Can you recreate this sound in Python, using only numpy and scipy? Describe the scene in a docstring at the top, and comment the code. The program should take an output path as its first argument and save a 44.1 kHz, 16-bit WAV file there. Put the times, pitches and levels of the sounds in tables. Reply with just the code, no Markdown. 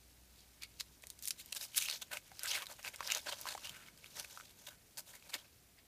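"""A faint rustle, then crinkling: fingers peel thin metal foil off a hollow chocolate egg.
Each pull buckles many small facets and tears the sheet. Sharp snaps stand out: foil creases
flipping, and near the end the chocolate shell cracking.
Indoors at a table, close to a mono camera microphone. The hands bump the table now and then,
over room rumble, a faint hum and microphone hiss."""
import sys
import numpy as np
from scipy import signal
from scipy.fft import rfft, irfft, next_fast_len
from scipy.io import wavfile
from scipy.ndimage import map_coordinates

SR = 44100
rng = np.random.default_rng(int(sys.argv[2]) if len(sys.argv) > 2 else 0)


def inscribe(sig):
    """Save sig as 16-bit PCM at rate SR to the path in sys.argv[1].

    A 1-D sig is mono; a 2-D sig holds one channel per row.
    Samples are clipped to [-1, 1] before scaling.
    """
    pcm = np.round(np.clip(np.atleast_2d(sig).T, -1, 1) * 32767)
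    wavfile.write(sys.argv[1], SR, pcm.astype(np.int16))


N = 258852

# fingers sliding on the foil: time_s, level_db
FINGER_RUSTLE = [(0.0, -67), (1.0, -64.5), (1.8, -56.5), (2.2, -64.5), (2.45, -53.5), (2.75, -59),
                 (3.5, -50.5), (3.92, -62.5), (4.3, -55), (4.42, -58), (4.55, -65), (4.82, -68.5),
                 (5.3, -62.5), (5.87, -75)]
# what a sharp jolt rings in the sheet: pitch_hz, width_hz, gain_db
SHEET_MODES = [(3300, 1540, -2.5), (6500, 1400, 3.5), (10900, 6500, -1.5)]


def crinkle():
    """Each pull buckles and tears the foil in clumps; the hollow egg answers lower down."""
    buckle, ring, tear, shell, fold_hz = pulls()
    clumps = amp(1.97 * wobble(60) + 2.42 * wobble(200))
    crackle = amp(-9) * buckling(buckle, ring, fold_hz) + amp(-6.5) * tear * tearing()
    return clumps * crackle + amp(-0.5) * shell * egg_shell() + amp(-10) * tear * slips()


def pulls():
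    """Crunches swell and crumble away: gains of buckling, fold ring, tear and shell, and the fold pitch."""
    # crunches of the pulling hand: peak_s, length_s, level_db, fold_pitch_hz
    crunches = [(0.4, .065, -60.5, 4600), (0.634, 0.038, -46.5, 2270), (0.806, 0.02, -43, 4600),
                (1.04, 0.012, -59.5, 1980), (1.27, 0.076, -45.5, 6660), (1.31, 0.0043, -34.5, 5350),
                (1.403, 0.036, -47, 3680), (1.527, 0.0062, -39, 2720), (1.568, 0.024, -39, 4040),
                (1.632, 0.053, -41.5, 5000), (1.776, 0.033, -33.5, 2840), (1.825, 0.11, -37.5, 2860),
                (1.903, 0.059, -37, 4220), (1.943, 0.057, -39, 6040), (2.024, 0.015, -39, 3470),
                (2.135, 0.033, -38.5, 1555), (2.164, 0.039, -43.5, 2610), (2.395, 0.042, -58, 5130),
                (2.456, 0.072, -39.5, 1520), (2.497, 0.054, -36.5, 5140), (2.523, 0.047, -32.5, 3100),
                (2.555, 0.052, -34, 2400), (2.574, 0.053, -35, 1650), (2.626, 0.037, -41, 1153),
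                (2.712, 0.041, -48.5, 4400), (2.793, 0.015, -52.5, 970), (2.868, 0.047, -42, 2500),
                (2.944, 0.016, -44.5, 1400), (3.017, 0.046, -47.5, 1280), (3.068, 0.062, -40.5, 5170),
                (3.1, 0.079, -41, 1590), (3.121, 0.058, -38.5, 2830), (3.168, 0.044, -34, 3600),
                (3.271, 0.019, -37, 2800), (3.292, 0.019, -31.5, 4220), (3.329, 0.023, -36.5, 3400),
                (3.394, 0.24, -53.5, 5800), (3.482, 0.028, -43, 1770), (3.519, 0.06, -42, 4060),
                (3.658, 0.085, -47.5, 2840), (3.786, 0.23, -55.5, 1460), (4.05, 0.055, -62, 2360),
                (4.19, 0.074, -43, 5840), (4.246, 0.0074, -44, 2600), (4.354, 0.15, -53.5, 6060),
                (4.466, 0.13, -61.5, 3490), (4.622, 0.096, -57.5, 6500), (4.673, 0.012, -46, 3600),
                (4.686, 0.013, -44.5, 3540), (4.725, 0.045, -56, 1490), (4.991, 0.034, -49, 4760),
                (5.101, 0.053, -55, 3570), (5.152, 0.042, -55, 2140), (5.269, 0.033, -58, 2350),
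                (5.301, 0.017, -48.5, 4400), (5.349, 0.032, -39.5, 2170), (5.385, 0.093, -57.5, 3240),
                (5.452, 0.019, -59.5, 2530), (5.791, 0.03, -60, 2020)]
    # weight of tearing and shell in a crunch as the peeling goes on: time_s, tear_db, shell_db
    peel = [(0.75, -12, -39), (1.03, 6, 4), (1.28, 0, -55), (1.58, 1.5, -11), (1.8, 5.5, -37),
            (1.92, -18, -20.5), (2.1, 0.5, -7), (2.53, -8.5, -21), (2.7, 0.5, -3), (3.06, -8.5, -14.5),
            (3.32, -9, -9), (3.53, -6, -10.5), (4.3, -4, -12), (4.69, -1.5, -11.5), (5.0, 6, -6),
            (5.35, -2, -8.5), (5.8, -32, -15)]
    peak_s, length_s, db, hz = columns(crunches)
    peel_s, *weights = np.transpose(peel)
    tear_db, shell_db = (np.interp(peak_s, peel_s, weight) for weight in weights)
    t = np.arange(0, N / SR, 0.001)
    rise_share, end_drop_db = 0.53, 8.5
    flank = np.maximum((peak_s - t) / rise_share, (t - peak_s) / (1 - rise_share)) / length_s
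    level_db = db - end_drop_db * flank ** 2.02
    power = amp(2 * np.maximum(level_db, -140))
    slide = amp(2 * np.interp(t, *np.transpose(FINGER_RUSTLE)))
    ring = power.sum(0)  # sliding fingers ring no fold
    buckle = ring + 0.82 * slide
    tear = (power * amp(2 * tear_db)).sum(0) + slide * amp(-7)
    shell = (power * amp(2 * shell_db)).sum(0) + slide * amp(-29.5)
    loudest_hz = hz[level_db.argmax(axis=0), 0]
    *powers, fold_hz = curves(np.column_stack([t, buckle, ring, tear, shell, loudest_hz]))
    return *np.sqrt(powers), fold_hz


def buckling(buckle, ring, fold_hz):
    """Small facets flip and ring the fold being pulled, with an overtone near its octave."""
    facet_hz = 4000 * (fold_hz / 4000) ** 0.29
    facets = grains(facet_hz, count=17000, octaves=0.487, cycles=2.6, spread_db=3, size=160)
    fold = grains(fold_hz, count=9000, octaves=0.09, cycles=7.6, spread_db=4, size=400)
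    overtone = grains(2.03 * fold_hz, count=6000, octaves=0.17, cycles=6.8, spread_db=3, size=256)
    return buckle * facets + ring * (amp(-2) * fold + amp(-7.5) * overtone)


def tearing():
    """The running tear: tiny ticks merge into a bright fizz."""
    # colour of the tear: frequency_hz, gain_db
    colour = [(3000, -22), (6000, 6.5), (8700, 5), (10500, 5), (13500, 7.5), (15500, 5)]
    ticks = grains(9500, count=30000, octaves=0.55, cycles=1, spread_db=3, size=32)
    return coloured(ticks, colour)


def slips():
    """The tear slips in sharp, uneven jerks that ring the sheet."""
    jerks = rng.random(N) < 700 / SR  # about 700 a second
    strength = amp(3.7 * np.minimum(rng.exponential(size=N), 4)) * rng.choice([-1, 1], N)
    return unit(filtered(jerks * strength, resonant(SHEET_MODES)))


def snaps():
    """Foil creases flip and, near the end, the chocolate cracks: a short ring, a crack and a shudder."""
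    # sharp snaps of foil, the last two of the chocolate shell: start_s, level_db, pitch_hz
    sharp_snaps = [(0.6222, -35.5, 4730), (0.6346, -30, 4530), (0.634, -37, 2320), (0.808, -24.5, 4170),
                   (1.023, -41, 8900), (1.038, -41.5, 2540), (1.07, -32, 8800), (1.102, -26.5, 9100),
                   (1.191, -39, 8850), (1.225, -30, 13350), (1.2455, -37, 5700), (1.255, -25, 9250),
                   (1.2754, -19.5, 9900), (1.283, -16.5, 10600), (1.307, -20, 5300), (1.46, -35.5, 12200),
                   (1.509, -46, 8200), (1.5236, -31, 9430), (1.5497, -29, 9100), (1.569, -31, 5330),
                   (1.6114, -28.5, 3780), (1.7467, -34.5, 3000), (1.7631, -24, 10720), (1.77, -19, 12500),
                   (1.7702, -26, 10900), (1.7731, -18, 11000), (1.7782, -11.5, 10500), (1.7789, -23, 3570),
                   (1.782, -28, 3800), (1.7863, -27, 4000), (1.7876, -29, 3900), (1.811, -32, 2870),
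                   (1.8228, -21.5, 6650), (1.8858, -26, 2670), (1.8992, -23, 4430), (1.912, -25, 4260),
                   (1.938, -33, 5800), (1.974, -41, 13000), (2.0196, -29, 5900), (2.1712, -28, 2670),
                   (2.3166, -44.5, 766), (2.3936, -29, 5100), (2.4338, -22, 10500), (2.441, -29, 7900),
                   (2.4585, -25.5, 7620), (2.477, -28, 7000), (2.5465, -27, 2340), (2.621, -33, 3300),
                   (2.658, -37, 4040), (2.668, -32, 4050), (2.7835, -51, 3830), (2.829, -39, 5950),
                   (2.848, -30, 2830), (2.8777, -31.5, 2350), (2.887, -38, 7500), (2.96, -30, 8600),
                   (3.0063, -29, 1100), (3.028, -37.5, 1620), (3.0749, -25.5, 5440), (3.1023, -24, 2770),
                   (3.1208, -17, 6600), (3.1204, -23, 2780), (3.149, -19, 6160), (3.1577, -35, 3120),
                   (3.173, -25, 6100), (3.1817, -32, 6240), (3.203, -44, 7000), (3.413, -27.5, 12500),
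                   (3.455, -34, 1070), (3.468, -31.5, 985), (3.488, -26, 4330), (3.5507, -32, 840),
                   (3.5774, -37.5, 1070), (3.672, -35.5, 2870), (3.6943, -29.5, 3200), (3.885, -45.5, 2170),
                   (3.976, -42.5, 5000), (4.043, -39.5, 2420), (4.06, -42, 3120), (4.198, -27, 5940),
                   (4.229, -47, 5200), (4.2477, -40, 2470), (4.374, -38.5, 1350), (4.3998, -42.5, 1390),
                   (4.409, -41.5, 1410), (4.671, -49, 3660), (4.9728, -34, 4600), (5.138, -47, 1880),
                   (5.225, -48, 2520), (5.3412, -22.5, 3470), (5.3447, -31, 4830)]
    start_s, db, hz = columns(sharp_snaps)
    t = np.arange(1024) / SR
    ring = damped_sine(hz * t, decay_cycles=2.57, rise_cycles=0.47)
    attack, shudder = amp(-60 * t / 0.0058), amp(-11 - 60 * t / 0.027)
    burst = rng.standard_normal(ring.shape) * (attack + shudder)
    # the crack holds little below the snap's pitch and softens on top, sooner for low snaps
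    f = np.fft.rfftfreq(len(t), 1 / SR)
    band = (1j * f / (0.52 * hz + 1j * f)) ** 2 / (1 + 1j * f / np.minimum(hz, 7500))
    crack = irfft(rfft(burst) * band, len(t))
    crack /= np.linalg.norm(crack, axis=1, keepdims=True)
    crack_db = 8 - np.log2(hz / 4000)  # 1 dB weaker per octave up
    # each snap jolts the whole sheet, high ones hardest
    jolts = place(start_s, amp(db - 18) * np.minimum(hz / 6000, 1))
    sheet = filtered(jolts, resonant(SHEET_MODES))
    return sheet + place(start_s, amp(db) * (1.19 * ring + amp(crack_db) * crack))


def egg_shell():
    """Small rubs ring the hollow chocolate."""
    # shell resonances: pitch_hz, width_hz, gain_db
    modes = [(320, 175, 0.5), (600, 140, 4), (908, 300, 0.5), (1632, 420, 1), (2800, 430, 3)]
    rubs = grains(1100, count=9000, octaves=0.55, cycles=1, spread_db=3, size=160)
    return unit(filtered(filtered(rubs, resonant(modes)), resonant(modes)))


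def sliding_fingers():
    """Fingertips slide over the foil: a smooth hiss with lone ticks."""
    level_db, = curves(FINGER_RUSTLE)
    hiss = grains(5800, count=40000, octaves=0.39, cycles=3, spread_db=0.5, size=64)
    ticks = grains(6500, count=500, octaves=0.606, cycles=5.4, spread_db=1.5, size=96)
    return amp(level_db - 13.5) * hiss + amp(level_db - 12.5) * ticks


def cavity(f):
    """Thin foil radiates little bass; the hollow around it lifts a few bands."""
    # resonances of egg, cupped hands and table: pitch_hz, width_hz, lift_db
    modes = [(1440, 1170, 2.5), (2220, 210, 3.5), (2540, 71, 2), (4530, 2600, 2), (9800, 2700, 0.5)]
    lift = 1 + sum((amp(db) - 1) * resonance(f, hz, width) for hz, width, db in modes)
    return lift * (1j * f / (300 + 1j * f)) ** 2 * amp(-2)


def table_bumps():
    """Hands meet the table softly: a couple of low cycles."""
    # hand contacts: start_s, level_db, pitch_hz
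    contacts = [(2.986, -56, 80), (3.704, -50.5, 138), (5.353, -46, 290)]
    start_s, db, hz = columns(contacts)
    thud = damped_sine(hz * np.arange(4096) / SR, decay_cycles=1.5, rise_cycles=0.5)
    return place(start_s, amp(db) * thud)


def room(x, reverb_s=0.079):
    """A short diffuse tail from table and walls, just behind the direct sound."""
    t = np.arange(SR // 4) / SR
    tail = rng.standard_normal(len(t)) * amp(-60 * t / reverb_s)
    return signal.fftconvolve(x, np.pad(tail / np.linalg.norm(tail), (120, 0)))[:N]


def room_tone(hum_hz=60.3):
    """Unsteady room rumble and a wavering hum."""
    # slow drift of both: time_s, rumble_db, hum_db
    levels = [(0.0, -71.5, -67), (1.13, -69.5, -71.5), (1.6, -71.5, -76), (3.87, -67.5, -117),
              (5.87, -72, -74)]
    # colour of the rumble: frequency_hz, gain_db
    colour = [(15, -24), (25, -0.5), (54, -4.5), (97, -3.5), (700, -19), (910, -59), (1540, -120)]
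    rumble_db, hum_db = curves(levels)
    rumble = amp(rumble_db + 0.41 * wobble(3.4)) * coloured(rng.standard_normal(N), colour)
    hum_gain = amp(hum_db + 3.9 * wobble(26))
    return rumble + hum_gain * np.sin(2 * np.pi * hum_hz * np.arange(N) / SR + 0.2 * wobble(7.6))


def microphone_hiss(level_db=-67.5):
    """The microphone's own noise, almost steady."""
    # colour of the hiss: frequency_hz, gain_db
    colour = [(290, -4), (500, -10), (619, -22), (684, -3), (976, -9.5), (1110, -8.5), (2530, -7),
              (2760, -9), (15000, -8.5)]
    return amp(level_db + 0.26 * wobble(2.23)) * coloured(rng.standard_normal(N), colour)


def grains(pitch_hz, count, octaves, cycles, spread_db, size):
    """Damped sines, size samples long, at random times; a few are much stronger than the rest."""
    start = rng.integers(0, N, count)
    centre_hz = np.broadcast_to(pitch_hz, N)[start]
    hz = np.clip(centre_hz * 2 ** (octaves * rng.standard_normal(count)), 200, 15000)[:, None]
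    gain = amp(spread_db * np.minimum(rng.exponential(size=count), 4))[:, None] * np.sqrt(hz)
    rings = damped_sine(hz * np.arange(size) / SR, cycles, rise_cycles=0.31)
    return unit(place(start / SR, gain * rings))


def damped_sine(turns, decay_cycles, rise_cycles):
    """A dying ring with a soft start."""
    return np.sin(2 * np.pi * turns) * np.exp(-turns / decay_cycles) * (1 - np.exp(-turns / rise_cycles))


def place(start_s, shapes):
    """Sums one short shape per start time."""
    at = np.round(start_s * SR).astype(int).reshape(-1, 1) + np.arange(shapes.shape[1])
    return np.bincount(at.ravel(), shapes.ravel(), N + shapes.shape[1])[:N]


def resonance(f, hz, width):
    """Band-pass response of one mode."""
    return 1j * f * width / (hz * hz - f * f + 1j * f * width)


def resonant(modes):
    """Response of several modes, alternating in sign."""
    return lambda f: sum((-1) ** k * amp(db) * resonance(f, hz, width)
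                         for k, (hz, width, db) in enumerate(modes))


def filtered(x, response):
    """x through a complex frequency response."""
    size = next_fast_len(N + SR // 2)
    return irfft(rfft(x, size) * response(np.fft.rfftfreq(size, 1 / SR)), size)[..., :N]


def coloured(x, colour):
    """x shaped by gains along a log frequency axis, at rms 1."""
    hz, db = np.transpose(colour)
    return unit(filtered(x, lambda f: amp(np.interp(np.log(f + 1), np.log(hz + 1), db))))


def wobble(rate):
    """A smooth random curve, rate knots a second."""
    return map_coordinates(rng.standard_normal(int(N * rate / SR) + 4), [np.arange(N) * rate / SR])


def curves(rows):
    """One value per sample for each column after the time."""
    time_s, *values = np.transpose(rows)
    return [np.interp(np.arange(N) / SR, time_s, value) for value in values]


def columns(rows):
    return np.transpose(rows)[:, :, None]


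def amp(db):
    return 10 ** (np.asarray(db) / 20)


def unit(x):
    return x / np.sqrt(np.mean(x ** 2) + 1e-20)


def scene():
    """Foil and egg up close with a little room; one microphone feeds both channels."""
    egg = filtered(crinkle() + sliding_fingers() + snaps(), cavity)
    mono = egg + amp(-12) * room(egg) + table_bumps() + room_tone() + microphone_hiss()
    return np.array([mono, mono])


def record(dry, low_cut_hz=36, rolloff_hz=15000, limit_hz=16450):
    """The camera cuts the deepest rumble and keeps nothing above its band limit."""
    def passband(hz):
        treble = amp(-np.clip(hz - rolloff_hz, 0, 1400) / 14) * (hz < limit_hz)
        return treble / (1 + (low_cut_hz / (hz + 1)) ** 5)
    return filtered(dry, passband)


dry = scene()
out = record(dry)
inscribe(out)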